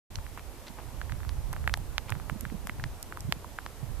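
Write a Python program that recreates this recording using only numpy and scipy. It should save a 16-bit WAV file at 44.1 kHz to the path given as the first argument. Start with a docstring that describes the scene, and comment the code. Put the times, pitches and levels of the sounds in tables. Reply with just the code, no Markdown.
"""A grassy hillside in wind, with two stags sparring far off.
Dry knocks and ticks sound with no echo: perhaps antlers, perhaps drops tapping close to the microphone.
Each knock is an impulse ringing a damped body; each tick is a tiny burst of bright noise.
Wind buffets the two microphone ports separately, mostly the right, over faint scrapes and a steady hiss."""
import sys
import numpy as np
from scipy import signal
from scipy.fft import rfft, irfft
from scipy.io import wavfile
from scipy.ndimage import uniform_filter1d

SR = 44100
rng = np.random.default_rng(int(sys.argv[2]) if len(sys.argv) > 2 else 0)


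def int16_out(signal):
    """Quantize to a 16-bit WAV file."""
    q = np.round(np.clip(np.atleast_2d(signal).T, -1, 1) * 32767)
    wavfile.write(sys.argv[1], SR, q.astype(np.int16))


N = 176400
SHORT = 2048  # samples in one tick or knock


def amp(db):
    """Decibels to gain."""
    return 10 ** (np.asarray(db) / 20)


def unit(x):
    """Scales to rms 1."""
    return x / np.sqrt(np.mean(x ** 2) + 1e-20)


def read(points, hz):
    """Reads a table on a log-frequency axis."""
    f, value = np.transpose(points)
    return np.interp(np.log(hz + 1), np.log(f + 1), value)


def add(mix, s, sound):
    """Adds a stereo sound at time s."""
    part = mix[:, max(round(s * SR), 0):][:, :sound.shape[1]]
    part += sound[:, :part.shape[1]]


def split(difference):
    """Shares a left-right difference between the two ports."""
    return np.array([[.5], [-.5]]) * difference


def mode(f, hz, q):
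    """Response of one damped mode, gain 1 at its pitch."""
    u = 1j * f / hz
    return 1 / (q * (1 + u * u) + u)


def low_cut(f, hz):
    """Response of a gentle bass roll-off."""
    return 1j * f / (1j * f + hz)


def band_noise(hz, q, size):
    """Stereo noise in one broad resonance with steep sides."""
    f = np.fft.rfftfreq(size, 1 / SR)
    white = rfft(rng.standard_normal((2, size)))
    return unit(irfft(white * f * mode(f, hz, q) ** 2, size))


def air():
    """A soft wash of wind in grass, alike at both ports, turning into microphone hiss in the treble."""
    # Each row: frequency in Hz, relative spectral level in dB.
    spectrum = [(30, -6), (300, .3), (500, -2.3), (860, -3), (1600, -10.2), (3900, -15), (7800, -15.8),
                (14000, -16.2)]
    # Each row: frequency in Hz, correlation of left and right.
    correlation = [(60, .5), (380, .85), (950, .75), (2400, .3), (8000, .05)]
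    # Each row: frequency in Hz, left minus right in dB.
    balance = [(200, -2.5), (5000, -.2), (14000, -1.5)]
    frames, hz = N // 256 + 5, np.fft.rfftfreq(1024, 1 / SR)
    a, b, c, d, patches = rng.standard_normal((frames, len(hz), 5)).T
    patches = unit(uniform_filter1d(uniform_filter1d(patches, size=12, axis=0), size=12, axis=1))
    swell = unit(uniform_filter1d(rng.standard_normal(frames), size=50))
    drift_db = 1.2 * patches + .4 * swell  # the wash wavers band by band and as a whole
    alike = read(correlation, hz)[:, None]
    left = a + 1j * b
    right = alike * left + np.sqrt(1 - alike ** 2) * (c + 1j * d)
    pan = amp(read(balance, hz) / 2)[:, None]
    bands = np.array([left * pan, right / pan]) * amp(read(spectrum, hz)[:, None] + alike * drift_db)
    _, wash = signal.istft(bands, nperseg=1024, noverlap=768)
    return amp(-49.6) * unit(wash[:, :N])


def wind():
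    """Low turbulence right on the microphone, gusting separately at each port."""
    # One table a port. Each row: time in seconds, level in dB.
    left_gusts = [(.2, -45), (.75, -58), (1.1, -43), (1.8, -38), (2, -51), (2.5, -50), (2.84, -37),
                  (3.05, -50), (3.27, -38), (3.5, -52)]
    right_gusts = [(.1, -36), (.65, -45), (1.1, -33), (1.7, -29), (2.02, -37), (2.2, -34), (2.75, -39),
                   (3.1, -44), (3.25, -39), (3.42, -45), (3.75, -43), (3.9, -34)]
    # Each row: frequency in Hz, relative spectral level in dB.
    spectrum = [(10, -12), (25, -4), (55, 0), (85, -4), (125, -10), (190, -21), (320, -33), (2000, -80)]
    out, t, f = np.zeros((2, N)), np.arange(N) / SR, np.fft.rfftfreq(N, 1 / SR)
    for port, gusts in enumerate((left_gusts, right_gusts)):
        rumble = unit(irfft(rfft(rng.standard_normal(N)) * amp(read(spectrum, f)), N))
        out[port] = amp(np.interp(t, *np.transpose(gusts))) * rumble
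    return out


def ticks(decay_s=.0012, pan_db=-4):
    """Tiny fizzy bursts, a little to the right, that die in a few milliseconds."""
    # Each row: start in seconds, level in dB, centre in Hz.
    bursts = [(.1566, -28, 5000), (1.5295, -30, 12000), (2.103, -31, 11000), (2.409, -29, 12000),
              (2.6713, -31, 11000), (3.0277, -26, 11500), (3.2063, -32, 8000)]
    out, fade = np.zeros((2, N)), np.exp(-np.arange(SHORT) / SR / decay_s)
    for s, db, hz in bursts:
        add(out, s, amp(db + split(pan_db)) * fade * band_noise(hz, q=.9, size=SHORT))
    return out


def buffets(half_width_cycles=1.2, roughness=.3):
    """An eddy passes one port: a low thud of two or three uneven pressure swings."""
    # Left port, then right. Each row: time of the peak in seconds, peak in dB, centre in Hz.
    eddies = {"left": [(.185, -27, 100), (2.8, -31, 130)], "right": [(.705, -35, 160), (1.135, -26, 120),
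              (2.126, -22, 115), (2.168, -27, 145), (2.325, -24, 135), (2.363, -29, 175), (2.433, -31, 190),
              (2.466, -30, 160), (2.525, -27, 210), (2.549, -24, 190), (2.656, -33, 200), (2.696, -31, 240),
              (2.841, -28, 125), (2.863, -25, 135), (3.252, -28, 120), (3.291, -23, 115), (3.37, -33, 145),
              (3.837, -23, 120), (3.907, -29, 130)]}
    out, t = np.zeros((2, N)), np.arange(-SHORT, SHORT) / SR
    for port, rows in enumerate(eddies.values()):
        for s, db, hz in rows:
            noise = rng.standard_normal(len(t))
            wobble = unit(uniform_filter1d(uniform_filter1d(noise, size=70), size=70))
            turns = np.cumsum(hz * (1 + roughness * wobble)) / SR
            envelope = amp(db) * np.exp(-(t * hz / half_width_cycles) ** 2)
            thud = envelope * np.sin(2 * np.pi * turns)
            add(out, s + t[0], np.outer(np.arange(2) == port, thud))
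    return out


def knock(db, hz, q=2, snap_db=-23, pan_db=-4):
    """An impulse rings a damped body and a snap, then a brief shiver."""
    hollow_hz, contact_hz = 680, 5500
    shiver_decay_s, lag_s_per_db = .0016, 2.1e-5
    f, t = np.fft.rfftfreq(SHORT, 1 / SR), np.arange(SHORT) / SR
    # Soft contact cuts the overtones steeply; hard contact lets more through.
    edge_hz = 1.7 * hz * (1 + amp(snap_db))
    contact = mode(f, edge_hz, q=1) * mode(f, edge_hz, q=np.sqrt(.5)) * np.sqrt(.5)
    body = mode(f, hz, q) * contact
    snap = amp(snap_db) * mode(f, hz=4400, q=1.3) * low_cut(f, hz=2500) * mode(f, contact_hz, q=1)
    # Every knock shares this low resonance; little sounds below it.
    hollow = mode(f, hollow_hz, q=1) * (1j * f / hollow_hz) ** 2 * low_cut(f, hollow_hz)
    click = amp(-22) / q * low_cut(f, contact_hz)
    tone = (body + snap) * hollow + click
    dying_noise = rng.standard_normal((2, SHORT)) * np.exp(-t / shiver_decay_s)
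    shiver = amp(-10) * unit(dying_noise) / np.sqrt(SHORT)
    delay_s = .0001 - split(lag_s_per_db * pan_db)  # the nearer port hears it first
    strike = irfft(tone * (1 + rfft(shiver)) * np.exp(-2j * np.pi * f * delay_s))
    fade = np.hanning(2 * SHORT)[SHORT:]
    return -amp(db - .9 + split(pan_db)) * strike * fade


def knocks():
    """Hard knocks and the light taps that rattle between them, mostly to the right."""
    # Each row: start in seconds, relative level in dB, pitch in Hz, ring Q, snap gain in dB,
    # left minus right in dB. Short rows take the defaults of knock().
    strikes = [(.1865, -6, 1200), (.2655, -10, 1900), (.3753, -2, 1200, 1.4), (1.0149, 4, 1600, 5, -20),
               (1.0961, -2, 1700, 4.5), (1.1215, -1, 1800, 2.6, -11), (1.204, -9, 1200),
               (1.232, -7, 1750, 4), (1.2495, -7, 1300), (1.2925, -3, 1600, 2, -6, 0),
               (1.5297, 6, 1010, 4.5), (1.5358, -2, 1660), (1.5642, -2, 1550), (1.6415, -8, 1700),
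               (1.6761, 13.5, 1750, 2.5, -21), (1.6956, -4, 2100, 1), (1.7396, 12, 1800, 2.5, -7, 0),
               (1.7739, 6, 560, 1.2), (1.9813, 5.5, 3500, 1, -24), (2.0948, 0, 1050, 3, -12),
               (2.1038, -6, 1150), (2.1223, 1, 2100, 1.1), (2.1525, -8, 1600), (2.1993, -5, 1300),
               (2.2976, 5, 1550, 1.3), (2.4522, 1.5, 1700, 2.8), (2.5, -11, 2200),
               (2.6713, -3, 1800, .9, -20, 4), (2.6954, 5, 2050, 5, -26, -2), (2.6957, 2, 950, 1.3),
               (2.7977, 0, 1730, 6, -30), (2.8395, 5, 2000, 2.7, -9, 2), (3.124, 2, 1550, 3.3, -28),
               (3.1725, 2, 1130), (3.324, 7, 3200, .58, -24), (3.4448, 5, 1020, 5, -32),
               (3.587, 7.5, 1520, 3.1, -28, -2), (3.6629, 1, 1300, 1.2, -13, -2)]
    out = np.zeros((2, N))
    for s, *row in strikes:
        add(out, s, knock(*row))
    return out


def scrapes(length_s=.038, grain_db=5.5):
    """Short grainy rubs of antler or dry grass, far from the microphone."""
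    # Each row: start in seconds, level in dB, centre in Hz.
    rubs = [(.365, -52, 2000), (.66, -51, 3800), (.77, -48, 1100), (2.072, -50, 2400)]
    out, size = np.zeros((2, N)), round(length_s * SR)
    for s, db, hz in rubs:
        rub = band_noise(hz, q=.8, size=SR)[:, :size]
        rub = rub + .6 * rub[::-1]  # both ports hear much the same rub
        flicker = unit(uniform_filter1d(rng.standard_normal(SR), size=90))[:size]
        envelope = amp(grain_db * flicker) * np.hanning(size) ** .5
        add(out, s, amp(db) * unit(rub * envelope))
    return out


def scene():
    """The hillside as it reaches the two ports."""
    return air() + wind() + buffets() + ticks() + scrapes() + knocks()


def record(dry):
    """The microphone opens after a moment; the top of the treble is cut steeply."""
    start_s, fade_s, cutoff_hz = .102, .005, 14350
    opened = np.clip((np.arange(N) / SR - start_s) / fade_s, 0, 1)
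    lowpass = signal.firwin(511, cutoff_hz, window=("kaiser", 9), fs=SR)
    return signal.oaconvolve(dry * opened, lowpass[None], "same")


dry = scene()
out = record(dry)
int16_out(out)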